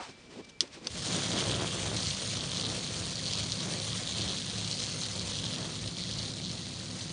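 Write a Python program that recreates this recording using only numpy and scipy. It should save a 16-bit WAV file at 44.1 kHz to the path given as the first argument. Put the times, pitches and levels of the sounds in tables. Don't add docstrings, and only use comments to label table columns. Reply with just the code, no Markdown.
import sys
import numpy as np
from scipy import signal
from scipy.fft import rfft, irfft, next_fast_len
from scipy.io import wavfile
from scipy.ndimage import uniform_filter1d, map_coordinates

SR = 44100
rng = np.random.default_rng(int(sys.argv[2]) if len(sys.argv) > 2 else 0)


def ratio(d):
    e = np.asarray(d, float) / 20
    return 10 ** e


def master_out(mix):
    frames = np.transpose(np.atleast_2d(mix))
    ceiling = np.clip(frames, -1, 1)
    pcm = np.round(ceiling * 32767).astype(np.int16)
    wavfile.write(sys.argv[1], SR, pcm)


N = 313992
TIME_S = np.arange(N) / SR


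# start_s, turns_per_s
SHAFT = [(.88, 26.5), (1.05, 35.8), (1.6, 35.9), (2.5, 34.4), (3.4, 35.4), (4.3, 35.6), (5.4, 35),
         (6.2, 36), (7.12, 35.7)]
# mid_s, half_length_s, tip_knock_db, deep_drum_db
HOPS = [(.95, .09, -50, -42), (1.15, .07, -36, -48), (1.27, .05, -41, -47), (1.38, .09, -34.5, -44),
        (1.52, .1, -35, -38.5), (1.62, .06, -35, -42), (1.76, .06, -41, -46), (1.9, .11, -38.5, -39),
        (2.1, .06, -52, -43), (2.43, .08, -44, -44), (2.68, .13, -41.5, -45), (3, .14, -46, -43),
        (3.42, .11, -45, -40), (3.7, .11, -41, -52), (3.93, .08, -52, -44), (4.25, .12, -42, -42),
        (4.6, .14, -48, -45), (5.22, .12, -47, -43), (5.45, .08, -46, -43), (5.63, .1, -42.5, -52),
        (5.86, .07, -50, -41), (6.18, .1, -46, -43), (6.6, .08, -56, -48), (7, .1, -52, -49)]
# start_s, rattle_db, centre_hz, focus_on_centre_db
RUN = [(.9, -48, 3800, 25), (1.04, -39, 3800, 22), (1.5, -38.5, 3550, 28), (1.85, -41, 3400, 26),
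       (2.05, -41, 4300, 14), (2.25, -40, 3900, 26), (2.55, -39.5, 3750, 24), (3.1, -41.5, 4200, 26),
       (4.1, -40, 3800, 26), (4.6, -39.5, 3850, 24), (4.75, -40, 4250, 20), (5.1, -41, 4050, 26),
       (5.5, -40, 3750, 28), (5.85, -41, 4050, 34), (7.12, -43, 4150, 34)]
# mid_s, half_length_s, level_db
FITS = [(1.17, .12, -37.5), (1.39, .05, -33.5), (1.53, .08, -35), (1.99, .04, -37), (2.08, .04, -36.5),
        (2.38, .11, -38), (2.59, .09, -35.5), (3.35, .105, -34.5), (3.57, .08, -38), (3.85, .1, -39),
        (4.21, .145, -36), (4.78, .08, -36.5), (5.43, .16, -38), (6.15, .2, -38), (6.47, .07, -39),
        (7.04, .04, -40)]
# start_s, whirr_db
SKID = [(.89, -52.5), (1.06, -40), (1.2, -39.5), (1.7, -43), (2.05, -42.5), (2.4, -44), (5.5, -45),
        (5.85, -48.5), (7.12, -49.5)]


def motor():
    turns = np.cumsum(curves(SHAFT)[0] * (1 + 0.00586 * wobble(12))) / SR
    mid_s, half_s, tip_db, deep_db = np.transpose(HOPS)
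    tip_db = spells(mid_s, 1.2 * half_s, tip_db, rest_db=-52, order=2)
    deep_db = spells(mid_s, 1.3 * half_s, deep_db, rest_db=-49, order=2)
    shaken_db, centre_hz, focus_db = curves(RUN)
    chatter_db = wobble(36)
    chatter_db = 1.1 * (chatter_db - uniform_filter1d(chatter_db, size=SR // 8))
    rattle_db = spells(*np.transpose(FITS), shaken_db, order=8) + 0.9 + chatter_db
    whirr_db = curves(SKID)[0] + 0.4 * chatter_db
    since_start_s = TIME_S - SHAFT[0][0]
    going = np.clip(since_start_s / 0.03, 0, 1)
    hopping = np.clip(since_start_s / 0.08, 0, 1)
    legs = drumming(turns, tip_db, deep_db) + ratio(tip_db - 2.2) * tip_knocks(turns)
    loose = ratio(rattle_db - 2.5) * rattle(turns, centre_hz, focus_db)
    return going * (hopping * legs + loose + ratio(whirr_db + 3.5) * whirr())


# multiple_of_shaft, level_db
ORDER = [(2, -9), (3, 3), (4, -6.5), (5, -4), (7, -11.5)]
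# pitch_hz, level_db (per Hz)
TABLE = [(30, -19.5), (48, -12), (68, -6), (85, -4.5), (105, -5), (122, -2), (140, -1.5), (190, 0),
         (225, -11), (253, -5.5), (285, -14.5), (340, -12.5), (450, -28.5), (800, -77.5)]


def drumming(turns, tip_db, deep_db):
    shake = 0
    for multiple, db in ORDER:
        unsteady = ratio(db + 2.2 * wobble(11))
        shake = shake + unsteady * np.sin(2 * np.pi * multiple * turns + 1.08 * wobble(8))
    thumps = landings(turns, per_turn=3, scatter=0.00281, spread_db=1)
    drum = ratio(-4.5) * unit(shake) + ratio(-2.0) * unit(coloured(thumps, TABLE))
    deep = signal.sosfiltfilt(signal.butter(3, 123, fs=SR, output="sos"), drum)
    upper_db = -43 + 0.35 * (tip_db + 46) - 0.3 * (deep_db + 46) + 0.8 * wobble(12)
    return ratio(deep_db) * unit(deep) + ratio(upper_db) * unit(drum - deep)


# pitch_hz, level_db (per Hz)
TIPS = [(100, -29), (200, -6.5), (330, 2), (520, -4), (680, -2.5), (800, -8.5), (1300, -10), (2500, -17),
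        (5000, -75)]


def tip_knocks(turns):
    strikes = landings(turns, per_turn=2, scatter=0.0012, spread_db=2.5)
    offbeat = landings(turns + 0.3, per_turn=1, scatter=0.0006, spread_db=2)
    bounces = landings(turns, per_turn=7, scatter=0.003086, spread_db=2)
    return -unit(coloured(strikes + 0.7 * offbeat + 0.7 * bounces, TIPS))


def rattle(turns, centre_hz, focus_db):
    hits = landings(turns, per_turn=6, scatter=0.0011, spread_db=4.5)
    hits = hits + 0.5 * landings(turns, per_turn=13, scatter=0.003, spread_db=2.0)
    at = np.flatnonzero(hits)
    direct = frame(at, hits[at], centre_hz[at], spread_db=5.2, lean=focus_db[at])
    t = np.arange(SR // 20) / SR
    tail = rng.standard_normal(len(t)) * ratio(-60 * t / 0.076) * (t > 0.0015)
    echo = signal.fftconvolve(direct, tail / np.linalg.norm(tail))[:N]
    return unit(direct + ratio(-12.5) * echo)


# start_s, peak_db, ring_hz
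KNOCKS = [(1.4037, -20, 3730), (1.4686, -20, 3420), (2.0308, -20, 4330), (2.1096, -19, 3140),
          (2.4074, -21, 3790), (2.6115, -19, 4140), (2.7661, -23, 4470), (2.8749, -25, 4370),
          (3.1557, -21, 4750), (3.256, -20, 4230), (3.2634, -20, 4030), (3.5199, -18, 4770),
          (3.7369, -19, 4310), (3.7998, -20, 4290), (3.9304, -20, 3800), (4.0741, -19, 3830),
          (4.1834, -20, 3870), (4.2193, -20, 4270), (4.7127, -19, 4470), (5.035, -21, 4330),
          (5.1951, -22, 4800), (5.3872, -21, 3800), (5.4655, -21, 3470), (5.5603, -23, 3840),
          (5.8765, -23, 4120), (6.0372, -22, 3800), (6.112, -23, 3820), (6.1913, -24, 4260),
          (6.2292, -23, 3960), (6.4492, -22, 4170)]


def knocks():
    start_s, peak_db, ring_hz = np.transpose(KNOCKS)
    at = (start_s * SR + 12).astype(int)
    return frame(at, ratio(peak_db + 23), ring_hz, spread_db=1.5, lean=28)


# pitch_hz, width_hz, level_db
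FRAME = [(3240, 470, 2), (3900, 600, 0), (4500, 530, 2), (4950, 290, 3.5), (5900, 2000, 3.5)]


def frame(at, size, lean_hz, spread_db, lean):
    m = next_fast_len(N + 4096)
    f, out = np.fft.rfftfreq(m, 1 / SR), 0
    luck = rng.standard_normal((6000, len(FRAME)))[:len(at)]
    for k, (hz, width, db) in enumerate(FRAME):
        mix_db = db + spread_db * np.clip(luck[:, k], -2, 1) - lean * np.abs(np.log(hz / lean_hz))
        blows = np.bincount(at, (-1) ** k * size * ratio(mix_db), N)
        mode = 1j * f * width / (hz ** 2 - f ** 2 + 1j * f * width)
        out = out + rfft(blows, m) * mode * 1j * f / (hz / 2 + 1j * f)
    u = 1j * f / 2900
    radiation = u ** 2 / (1 + 0.89 * u + u ** 2)
    u = 1j * f / 5600
    contact = 1 / (1 + 1.25 * u + u ** 2) / (1 + 0.62 * u)
    return irfft(out * radiation * contact, m)[:N]


# pitch_hz, level_db (per Hz)
WHIRR = [(290, -23), (500, 1), (658, -7.5), (824, -10), (1150, -8), (1520, -10), (2240, -6.5), (4290, -5),
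         (5370, -6), (6390, -3.5), (8110, -11), (9190, -6), (9900, -17), (12900, -48.5), (21800, -120)]


def whirr():
    grain = rng.standard_normal(N) * ratio(1.48 * wobble(150) + 0.81 * wobble(20))
    z = signal.stft(unit(coloured(grain, WHIRR)), nperseg=512)[2]
    patches = uniform_filter1d(rng.standard_normal(z.shape), 4, 0)
    patches = uniform_filter1d(patches, 5, 1)
    return unit(signal.istft(z * ratio(2.1 * unit(patches)), nperseg=512)[1][:N])


# start_s, peak_db, crack_db, ring_db, ring_hz
SWITCH = [
    (0.6059, -8.8, 1.5, -22, 4900),
    (.8455, -37, 0, -4, 4870),
    (.8699, -15, -3.5, -6.5, 4520),
]
# pitch_hz, level_db, t60_s
CASE = [(3530, -10.5, 0.12), (4490, 2, 0.028), (5030, 6.5, 0.031), (5540, -8, 0.045), (6200, 10.5, 0.03),
        (7950, -28, 0.052), (7960, -33.5, 0.024), (9400, -33.5, 0.058)]
# pitch_hz, level_db (per Hz)
SNAP = [(350, -60), (800, -32.5), (1080, -10.5), (1600, -9), (2300, -7), (3500, 2), (5000, 0.5), (6200, 0),
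        (7000, -10.5), (9200, -7.5), (9800, -24.5), (12700, -58)]


def switch():
    cracks, rings = np.zeros(N + SR), np.zeros(N + SR)
    t = np.arange(SR // 8) / SR
    for start_s, peak_db, crack_db, ring_db, ring_hz in SWITCH:
        crack = ratio(-60 * t / 0.0081) * rng.standard_normal(len(t)) * (1 - np.exp(-t / 0.00011))
        crack[6] -= 4.5
        echo = ratio(-13 - 60 * t / 0.062) * rng.standard_normal(len(t)) * (1 - np.exp(-(t / 0.003) ** 2))
        case = 0
        for hz, db, t60 in CASE:
            decay = ratio(db + rng.normal(0, 1.5) - 60 * t / t60)
            case = case + decay * np.sin(2 * np.pi * hz * t)
        slider = 0.8 * np.sin(2 * np.pi * 3700 * t)
        body = ratio(-60 * t / 0.011) * (np.sin(2 * np.pi * ring_hz * t) + slider)
        ring = (ratio(-25) * case + ratio(ring_db) * body) * (1 - np.exp(-t / 0.0003))
        i = round(start_s * SR) + 25
        cracks[i:i + len(t)] += ratio(peak_db + crack_db) * (crack + echo)
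        rings[i:i + len(t)] += ratio(peak_db) * ring
    return coloured(cracks[:N], SNAP) + rings[:N]


# peak_s, fumble_db, rustle_db, rise_s, fall_s (times for 20 dB)
HAND = [(.012, -48, -52, .05, .03), (.04, -70, -52, .2, .12), (.2, -64, -66, .5, .5),
        (.098, -50, -55, .05, .015), (.31, -53, -60, .04, .3), (.41, -44, -60, .2, .012),
        (.474, -56, -66, .07, .03), (.63, -44, -53.5, .02, .07), (.746, -62, -56, .06, .1),
        (.784, -47.5, -66, .05, .035), (.875, -42, -52, .09, .025), (.96, -47, -43, .05, .3)]
# mid_s, level_db, length_s
SLIPS = [
    (0.106, -56, .008),
    (0.45, -53, .006),
    (.497, -51.5, 0.0089),
    (0.677, -52.5, .003),
    (0.742, -51.5, 0.018),
]
# pitch_hz, level_db (per Hz)
FUMBLE = [(59, -51), (100, -12.5), (252, -4), (356, -4.5), (491, -6), (623, -14), (692, -16), (1200, -22),
          (1560, -63), (2640, -120)]
# pitch_hz, level_db (per Hz)
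RUSTLE = [(300, -27.5), (600, -8.5), (1500, -9), (2500, -7.5), (5000, -9.5), (9500, -21.5), (12000, -60)]


def hand():
    peak_s, fumble_db, rustle_db, rise_s, fall_s = np.transpose(HAND)[..., None]
    late_s = np.arange(2 * SR) / SR - peak_s
    off_db = -20 * np.maximum(-late_s / rise_s, late_s / fall_s)
    fumbling = ratio(-70) + np.resize(ratio(fumble_db + off_db).max(axis=0), N)
    rustling = ratio(-70.5) + np.resize(ratio(rustle_db + off_db).max(axis=0), N)
    fumble = unit(coloured(rng.standard_normal(N) * ratio(1.5 * wobble(60.34)), FUMBLE))
    rustle = unit(coloured(rng.standard_normal(N) * ratio(0.82 * wobble(36)), RUSTLE))
    slip = sum(ratio(db) * np.exp(-((TIME_S - s) / length) ** 2) for s, db, length in SLIPS)
    skin = unit(coloured(rng.standard_normal(N), SNAP))
    letting_go = np.clip((1.02 - TIME_S) / 0.15, 0, 1)
    return letting_go * (fumbling * fumble + ratio(5.0) * rustling * rustle + slip * skin + whine())


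# start_s, level_db
WHINE = [(.4, -67), (.44, -62), (.5, -64), (.56, -58.5), (.6, -65), (.7, -80), (.82, -69), (.9, -80)]


def whine():
    level_db = curves(WHINE)[0] + 2.5 * wobble(30)
    return ratio(level_db) * np.sqrt(2) * np.sin(2 * np.pi * 2331 * TIME_S + 0.4 * wobble(12))


# pitch_hz, level_db (per Hz)
OPENING = [(180, -56), (300, -28), (459, -23), (529, -3), (649, -18), (735, -2.5), (959, -6), (2500, -21.5),
           (3250, -42), (5500, -120)]


def opening_rub():
    return ratio(-40 - 60 * TIME_S / 0.27) * unit(coloured(rng.standard_normal(N), OPENING))


# pitch_hz, level_db (per Hz)
ROOM = [(15, -13.5), (28, -4.5), (45, -4), (70, -1.5), (160, -3), (216, -1.5), (400, -15), (520, -44),
        (880, -120)]


def room():
    return ratio(-60) * unit(coloured(rng.standard_normal(N), ROOM))


def unit(x):
    return x / np.sqrt(np.mean(x ** 2) + 1e-20)


def along(points, hz):
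    f, v = np.transpose(points)
    return np.interp(np.log(hz + 1), np.log(f + 1), v)


def curves(rows):
    s, *cols = np.transpose(rows)
    return [np.interp(TIME_S, s, c) for c in cols]


def wobble(rate):
    knots = rng.standard_normal(int(N * rate / SR) + 4)
    return map_coordinates(knots, [np.arange(N) * rate / SR])


def coloured(x, spectrum):
    m = 2 * next_fast_len(N // 2 + 4096)
    gain = ratio(along(spectrum, np.fft.rfftfreq(m, 1 / SR)))
    ceps = irfft(np.log(gain + 1e-6), m)
    ceps[1:m // 2] *= 2
    ceps[m // 2 + 1:] = 0
    return irfft(rfft(x, m) * np.exp(rfft(ceps)), m)[:N]


def landings(turns, per_turn, scatter, spread_db):
    at = np.flatnonzero(np.diff(np.floor(turns * per_turn)))
    luck = rng.standard_normal((4000, 2))[:len(at)]
    at = np.clip(at + (luck[:, 0] * scatter * SR).astype(int), 0, N - 1)
    return np.bincount(at, ratio(spread_db * np.clip(luck[:, 1], -2.5, 1.3)), N)


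def spells(mid_s, half_s, db, rest_db, order):
    t = np.arange(N // 100 + 2) * 100 / SR
    off = np.abs((t - mid_s[:, None]) / half_s[:, None])
    top_db = np.max(db[:, None] - 9 * off ** order, axis=0)
    return np.maximum(rest_db, np.interp(TIME_S, t, top_db))


def scene():
    mono = motor() + knocks() + switch() + hand() + opening_rub() + room()
    return np.tile(mono, (2, 1))


def top_cut(x):
    return signal.sosfilt(signal.butter(12, 10790, fs=SR, output="sos"), x)


def record(dry):
    m = next_fast_len(N + 4096)
    hz = np.fft.rfftfreq(m, 1 / SR)
    apart = ratio(-44) * ratio(11 * wobble(20)) * rng.standard_normal(N) * np.abs(dry[0])
    side = irfft(rfft(apart, m) * (hz > 4500), m)[:N]
    response = (hz < 9800) * hz ** 2 / (hz ** 2 + 25 ** 2)
    mix = irfft(rfft(dry + [side, -side], m) * response, m)[:, :N]
    return top_cut(mix)


dry = scene()
out = record(dry)
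master_out(out)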